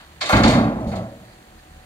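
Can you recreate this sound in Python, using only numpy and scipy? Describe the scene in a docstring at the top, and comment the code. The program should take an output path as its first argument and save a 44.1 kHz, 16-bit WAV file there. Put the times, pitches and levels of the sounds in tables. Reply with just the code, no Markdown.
"""A soft slide of stones, then a clatter: an excavator tips track ballast into an empty steel wagon.
The bulk lands in two heavy loads that make the floor boom and the walls clang, and the last stones
ring in the bucket. Hails of tiny impacts drive the steel's modes and bands of dense ringing.
Underneath, a diesel engine idles and the hydraulics whine faintly. All is outdoors, a little to the left."""
import sys
import numpy as np
from scipy import signal
from scipy.fft import rfft, irfft, next_fast_len
from scipy.io import wavfile

SR = 44100
rng = np.random.default_rng(int(sys.argv[2]) if len(sys.argv) > 2 else 0)


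def digitize_waveform(pressure):
    """Quantize a signal to 16-bit integers and store it at the path in sys.argv[1].

    Rows of a 2-D input are taken as channels; values are limited to [-1, 1].
    """
    field = np.atleast_2d(pressure).T
    bounded = np.clip(field, -1, 1)
    quanta = np.round(bounded * 32767).astype(np.int16)
    wavfile.write(sys.argv[1], SR, quanta)


N = 81585
T = np.arange(N) / SR

# masses of ballast landing in the wagon: start_s, rise_s, fade_db_per_s, floor_db, wall_db
LOADS = [(0.21, 0.03, 35, -48, -34), (.289, 0.0049, 78, -41, -29.5), (0.319, 0.01, 69, -15, -20),
         (0.434, 0.0017, 55.5, -15, -18.5), (0.528, 0.029, 59, -15.5, -24.5), (.799, 0.0033, 110, -54, -45),
         (0.848, 0.0067, 117, -27.5, -38), (0.919, 0.0065, 132, -54, -27)]
# lasting tones of the steel plates: pitch_hz, level_db, t60_s
FLOOR_MODES = [(57, -4.5, 0.21), (74.5, -7, .35), (100.5, -12.5, 0.54), (115.1, -6.5, 0.49),
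               (173, -7.5, 0.27), (205.8, 0.5, 0.48), (223.5, 2, 0.61), (262.2, -4, .3), (301.4, -4, 0.31)]
WALL_MODES = [(470.4, 5, 1), (557.7, 8, 0.85), (584, 9.5, 0.2), (642, -9, .5), (772, -4, 0.85),
              (864, 1, 0.13), (930, -24, .4), (970, -9, .5), (1030, 2.5, 0.2), (1115, 0.5, 0.56),
              (1304, 2.5, 0.17), (1320, -10, .3), (1570, -13, 0.14), (1980, -9, 0.39)]
# dense wash of ringing around those tones: freq_hz, density_db
FLOOR_SPECTRUM = [(30, -35), (52, -9), (85, -10), (115, 5), (150, -7), (230, 4), (300, -2), (390, -12),
                  (600, -43)]
WALL_SPECTRUM = [(200, -20), (330, -0.5), (430, -6), (580, 5.5), (680, 4.5), (850, -0.5), (1150, -10),
                 (1700, -21), (3000, -26)]

def wagon():
    """The body of the crash: each load drums on the floor and clangs on the walls."""
    floor = flow([(s, rise, fade, db) for s, rise, fade, db, _ in LOADS])
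    wall = flow([(s, rise, fade, db) for s, rise, fade, _, db in LOADS])
    boom = plate(FLOOR_SPECTRUM, FLOOR_MODES, lambda hz: floor, ring_db=-6.5)
    clang = plate(WALL_SPECTRUM, WALL_MODES, lambda hz: wall, ring_db=-6.5)
    return boom + clang


# big lumps hitting the floor: start_s, level_db
THUMPS = [(0.33, -12), (.350, -12), (0.439, -12), (.866, -19)]

def thumps(push_s=0.0063, radiates_above_hz=34):
    """The low-end weight: big lumps give the floor a soft push that sets all its modes going."""
    push = sum(from_db(db) * np.sin(np.pi * np.clip((T - s) / push_s, 0, 1)) ** 2 for s, db in THUMPS)
    push *= 2 / (push_s * SR)   # each pulse's area equals its gain
    boom = sum(from_db(db) * ring(push, hz, t60) for hz, db, t60 in FLOOR_MODES)
    return signal.sosfilt(signal.butter(2, radiates_above_hz, "high", fs=SR, output="sos"), boom)


# single big stones striking a wall: start_s, level_db, brightness_db_per_octave
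CRACKS = [(.210, -35.5, 8), (.293, -25, 0.5), (0.324, -16.5, -4), (0.435, -16, 1), (0.8, -29, -19),
          (0.826, -26.5, -12), (0.919, -23, -11), (.957, -48, 5.5)]
# tone colour of a crack: freq_hz, density_db
CRACK_SPECTRUM = [(250, 2), (400, -11), (620, 3.5), (1200, -3.5), (2500, -18), (3400, -8), (4400, -9.5),
                  (5500, -31), (7200, -34), (10000, -73)]

def cracks(rise_s=0.0024, fade_db_per_s=420, tilt_above_hz=610):
    """The attack: big stones hit the wall in short bursts, from a bright clink to a dull knock."""
    def envelope(hz):
        octaves = np.log2(max(hz / tilt_above_hz, 1))
        return flow([(s, rise_s, fade_db_per_s, db + bright * octaves) for s, db, bright in CRACKS])
    return banded(CRACK_SPECTRUM, 0.75, envelope)


# showers of stone: start_s, rise_s, fade_db_per_s, level_db, brightness_db_per_octave
SPILLS = [(0.205, 0.011, 116, -23.5, 1), (0.25, 0.0092, 105, -29.5, 5.5), (0.288, 0.0054, 88, -21.5, -6),
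          (0.319, 0.0091, 100, -19, -5.5), (.358, 0.011, 185, -25.5, 1.5), (0.432, 0.0023, 111, -18.5, 0),
          (0.472, 0.0066, 132, -23, 5), (0.519, 0.022, 109, -27.5, -6), (0.864, 0.011, 95, -48.5, 5.5),
          (0.913, 0.0052, 151, -39.5, -3.5), (0.953, 0.0027, 226, -53.5, 12)]
# clinks of stone on steel: pitch_hz, level_db, t60_s
CLINK_MODES = [(1138, -9, .1), (1408, 0, 0.05), (2260, -5, 0.023), (2815, 8.5, 0.043), (4070, -11, 0.02),
               (4280, -1, 0.024)]
# puffs of fine grit: start_s, rise_s, fade_db_per_s, level_db
GRIT_PUFFS = [(.288, 0.0057, 102, -34.5), (.355, .015, 146, -51), (.48, 0.035, 140, -42),
              (.868, 0.018, 90, -55.5)]
# tone colours of rattling stone and hissing grit: freq_hz, density_db
STONE_SPECTRUM = [(400, -18.5), (900, -4), (1400, 1.5), (1900, -3.5), (3000, -2), (4500, -4), (5500, -20.5),
                  (7200, -14.5), (9000, -28.5), (12000, -40), (15500, -58)]
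GRIT_SPECTRUM = [(4000, -8), (7000, 7.5), (9500, -3), (13000, -1.5), (16000, -19)]

def clatter(pivot_hz=2315, fade_exponent=0.36):
    """Stones rattle on steel and each other; the treble dies first as the heap cushions them."""
    def envelope(hz):
        ratio = hz / pivot_hz   # a spill's fade and level hold at the pivot and tilt around it
        return flow([(s, rise, fade * ratio ** fade_exponent, db + bright * np.log2(ratio))
                     for s, rise, fade, db, bright in SPILLS])
    stones = plate(STONE_SPECTRUM, CLINK_MODES, envelope, ring_db=-10)
    puffs = flow(GRIT_PUFFS)
    grit = banded(GRIT_SPECTRUM, 1, lambda hz: puffs)
    return inside_wagon(stones + grit)


def inside_wagon(dry, t60_s=0.044, echo_db=-2):
    """Quick reflections between the steel walls blur each contact."""
    age = T[:SR // 8]
    tail = rng.standard_normal(len(age)) * np.exp(-np.log(1000) * age / t60_s)
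    echoes = signal.fftconvolve(dry, tail[None] / np.linalg.norm(tail))[:, :N]
    wet = from_db(echo_db)
    return (dry + wet * echoes) / np.sqrt(1 + wet ** 2)


# tone colour of stones sliding in the bucket: freq_hz, density_db
SLIDE_SPECTRUM = [(300, -28), (700, -1), (2000, -6), (4500, -10), (5600, -45), (7200, -23), (11000, -43)]
# level curve of the slide: time_s, level_db
SLIDE_LEVEL = [(0, -44.5), (.04, -50.5), (.12, -51.5), (.2, -51.5), (.6, -54)]
# the last stones scraping out: start_s, rise_s, fade_db_per_s, level_db
LAST_STONES = [(.80, 0.012, 75, -29), (.916, 0.007, 60, -31.5), (.955, 0.01, 148, -28.5),
               (1.085, 0.017, 400, -56)]
# hollow tones of the bucket: pitch_hz, level_db, t60_s
BUCKET_MODES = [(116, 2, 0.22), (186.3, -0.5, .25), (563, -4, 0.18), (630.3, -3.5, 0.17),
                (655.5, -6.5, 0.14)]

def bucket():
    """Ballast slides as the bucket tips; nearly empty, it rings hollow under the last stones."""
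    slide, scrape = in_time(SLIDE_LEVEL), flow(LAST_STONES)
    return banded(SLIDE_SPECTRUM, contacts(), lambda hz: slide) + pelted(BUCKET_MODES, lambda hz: scrape)


# harmonics of the engine's hum: firing_multiple, level_db
ENGINE_ORDERS = [(1, -59), (2, -54.5), (3, -70.5), (6, -68)]
# engine noise and hiss: freq_hz, density_db
ENGINE_SPECTRUM = [(18, -36), (30, -9.5), (75, 0.5), (88, -4), (97, -13), (117, -7), (152, -2.5),
                   (225, -9.5), (249, -16), (341, -4), (432, -20), (492, -7.5), (591, -15), (639, -19),
                   (691, -5), (747, -21.5), (921, -24), (1770, -17.5), (2360, -31), (4310, -47),
                   (5450, -26.5), (7260, -25.5), (15500, -33)]

def diesel(firing_hz=37.4, wander=0.012, throb_db=7, knock_depth=0.52, noise_db=-50.5):
    """An idling diesel: a throbbing hum, and noise that pulses with each firing under a steady hiss."""
    phase = 2 * np.pi * np.cumsum(firing_hz * (1 + wander * drift(8.56))) / SR
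    hum = sum(from_db(db + throb_db * drift(8.97)) * np.sin(order * phase + rng.uniform(0, 2 * np.pi))
              for order, db in ENGINE_ORDERS)
    knock = 1 + knock_depth * np.sin(phase)
    noise = banded(ENGINE_SPECTRUM, 0.89, lambda hz: knock if hz < 5000 else 1)
    return np.sqrt(2) * hum + from_db(noise_db) * noise


# level curve of the pump: time_s, level_db
WHINE_LEVEL = [(0, -72), (1.0, -63), (1.3, -57), (1.85, -58)]

def hydraulic_pump(pitch_hz=747, wander=0.0029):
    """The pump's thin, slightly wavering whine creeps up in level."""
    phase = 2 * np.pi * np.cumsum(pitch_hz * (1 + wander * drift(26.1))) / SR
    return np.sqrt(2) * in_time(WHINE_LEVEL) * np.sin(phase)


# tone colour of the valves: freq_hz, density_db
CHATTER_SPECTRUM = [(1100, -24), (1500, -15), (1950, 19), (2500, -21), (3800, -37), (4500, 15.5),
                    (5200, -34)]

def valve_chatter(level_db=-65, swing_db=5.5):
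    """Valves chatter faintly: two bright peaks of noise that flicker unevenly."""
    flicker = from_db(level_db + swing_db * drift(per_s=27))
    return banded(CHATTER_SPECTRUM, 0.9, lambda hz: flicker)


def plate(spectrum, modes, envelope, ring_db):
    """A pelted steel plate: dense ringing and a few distinct modes."""
    return banded(spectrum, contacts(), envelope) + from_db(ring_db) * pelted(modes, envelope)


def contacts(stones_per_s=3500, spread_db=1.5):
    """A random hail of stone contacts of uneven size; rms 1."""
    sizes = from_db(spread_db * np.minimum(rng.exponential(1, N), 4))
    hail = sizes * (rng.random(N) < stones_per_s / SR)
    return hail / np.sqrt(np.mean(hail ** 2) + 1e-20)


def pelted(modes, envelope):
    """Steel modes under a hail of stones of strength envelope(hz); rms about 1 before the envelope."""
    hail = contacts()
    total = np.sqrt(sum(from_db(db) ** 2 for _, db, _ in modes))
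    out = np.zeros((2, N))
    for hz, db, t60 in modes:
        decay_trim = 2 * np.sqrt(np.log(1000) / (t60 * SR))   # equal power for long and short rings
        out += from_db(db) / total * decay_trim * ring(pair(hail, hz) * envelope(hz), hz, t60)
    return out


def ring(force, hz, t60):
    """One mode: a unit click starts a decaying tone of height 1."""
    radius, angle = np.exp(-np.log(1000) / (t60 * SR)), 2 * np.pi * hz / SR
    return signal.lfilter([.5, 0, -.5], [1, -2 * radius * np.cos(angle), radius ** 2], force + 1e-18)


def banded(spectrum, drive, envelope):
    """Stereo noise in quarter-octave bands, each scaled by the drive and by envelope(hz)."""
    edges = 22 * 2 ** (np.arange(39) / 4)
    centres = np.sqrt(edges[1:] * edges[:-1])
    inside = (centres >= spectrum[0][0]) & (centres <= spectrum[-1][0])
    gains = from_db(at_hz(spectrum, centres)) * inside
    gains /= np.sqrt(np.sum(gains ** 2 * np.diff(edges)) * 2 / SR)   # the spectrum sets colour only
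    out = np.zeros((2, N))
    for k in np.flatnonzero(inside):
        band = signal.butter(2, edges[k:k + 2], "band", fs=SR, output="sos")
        out += gains[k] * signal.sosfilt(band, pair(drive, centres[k]) * envelope(centres[k]) + 1e-18)
    return out


def flow(falls):
    """Joint envelope of falls of stone: each rises quickly, then fades; their powers add."""
    times, power = T[::32], 0
    for start_s, rise_s, fade_db_per_s, level_db in falls:
        age = times - start_s
        attack = np.clip(age / rise_s, 0, 1)
        decay = from_db(level_db - fade_db_per_s * np.maximum(age - rise_s, 0))
        power += (attack * decay) ** 2
    return np.interp(T, times, np.sqrt(power))


# stereo image, narrow in the bass and wide on top: freq_hz, left_right_correlation
LIKENESS = [(40, .999), (280, 1), (430, 0.84), (560, 0.98), (1000, 1), (1400, 1), (2000, 0.22),
            (3700, 0.18), (6000, .05)]

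def pair(drive, hz):
    """Each contact reaches the two microphones with its own sign and strength, more alike in the bass."""
    alike = np.clip(at_hz(LIKENESS, hz), 0, .999)
    mid, side = rng.standard_normal((2, N)) * drive
    return np.sqrt((1 + alike) / 2) * mid + np.sqrt((1 - alike) / 2) * side * np.array([[1], [-1]])


def heard_from_left(x, lead):
    """The right microphone lags the left by lead(hz) radians."""
    return np.array([x[0], filtered(x[1], lambda hz: np.exp(-1j * lead(hz)))])


def filtered(x, response):
    """Apply a smooth response(hz)."""
    size = next_fast_len(N + SR // 4)
    hz = np.maximum(np.fft.rfftfreq(size, 1 / SR), 1)
    return irfft(rfft(x, size) * response(hz), size)[..., :N]


def drift(per_s):
    """Random wander that glides to a new value per_s times a second."""
    knots = rng.standard_normal(200)
    return np.interp(T * per_s, np.arange(len(knots)), knots)


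def in_time(curve):
    """Gain that follows a curve of time_s, level_db."""
    return from_db(np.interp(T, *np.transpose(curve)))


def at_hz(curve, hz):
    """Read a curve on a log-frequency axis."""
    freqs, values = np.transpose(curve)
    return np.interp(np.log(hz), np.log(freqs), values)


def from_db(db):
    """Decibels to gain."""
    return 10 ** (np.asarray(db) / 20)


# how far the crash leads in the left channel: freq_hz, lead_rad
CRASH_LEAD = [(60, .03), (250, 0.23), (400, 0.59), (570, 0.19), (900, 1.59), (1600, 1.7), (4000, 2.43)]

def scene():
    """The crash, with the excavator running on beneath it, both placed to the left."""
    def machine_lead(hz):
        lead_ms = np.interp(hz, [700, 1100], [0.36, 0.607])
        return 2 * np.pi * hz * lead_ms / 1000
    crash = wagon() + thumps() + cracks() + clatter() + bucket()
    machine = diesel() + hydraulic_pump() + valve_chatter()
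    return heard_from_left(crash, lambda hz: at_hz(CRASH_LEAD, hz)) + heard_from_left(machine, machine_lead)


# colour of the microphone pair: freq_hz, left_minus_right_db
MIC_BALANCE = [(60, 0.2), (310, -1.7), (470, 3), (770, -3), (1080, 0.6), (1400, -1.5), (2400, -0.5),
               (4000, -1), (5300, 0), (6900, -7), (9500, 5.5), (15500, 3.5)]

def record(dry, cutoff_hz=15750):
    """The two microphones differ in colour; the highest peaks are rounded and the top is cut."""
    coloured = filtered(dry, lambda hz: from_db(at_hz(MIC_BALANCE, hz) / 2 * np.array([[1], [-1]])))
    rounded = coloured / (1 + coloured ** 6) ** (1 / 6)
    return signal.sosfilt(signal.ellip(12, .1, 80, cutoff_hz, fs=SR, output="sos"), rounded)


dry = scene()
out = record(dry)
digitize_waveform(out)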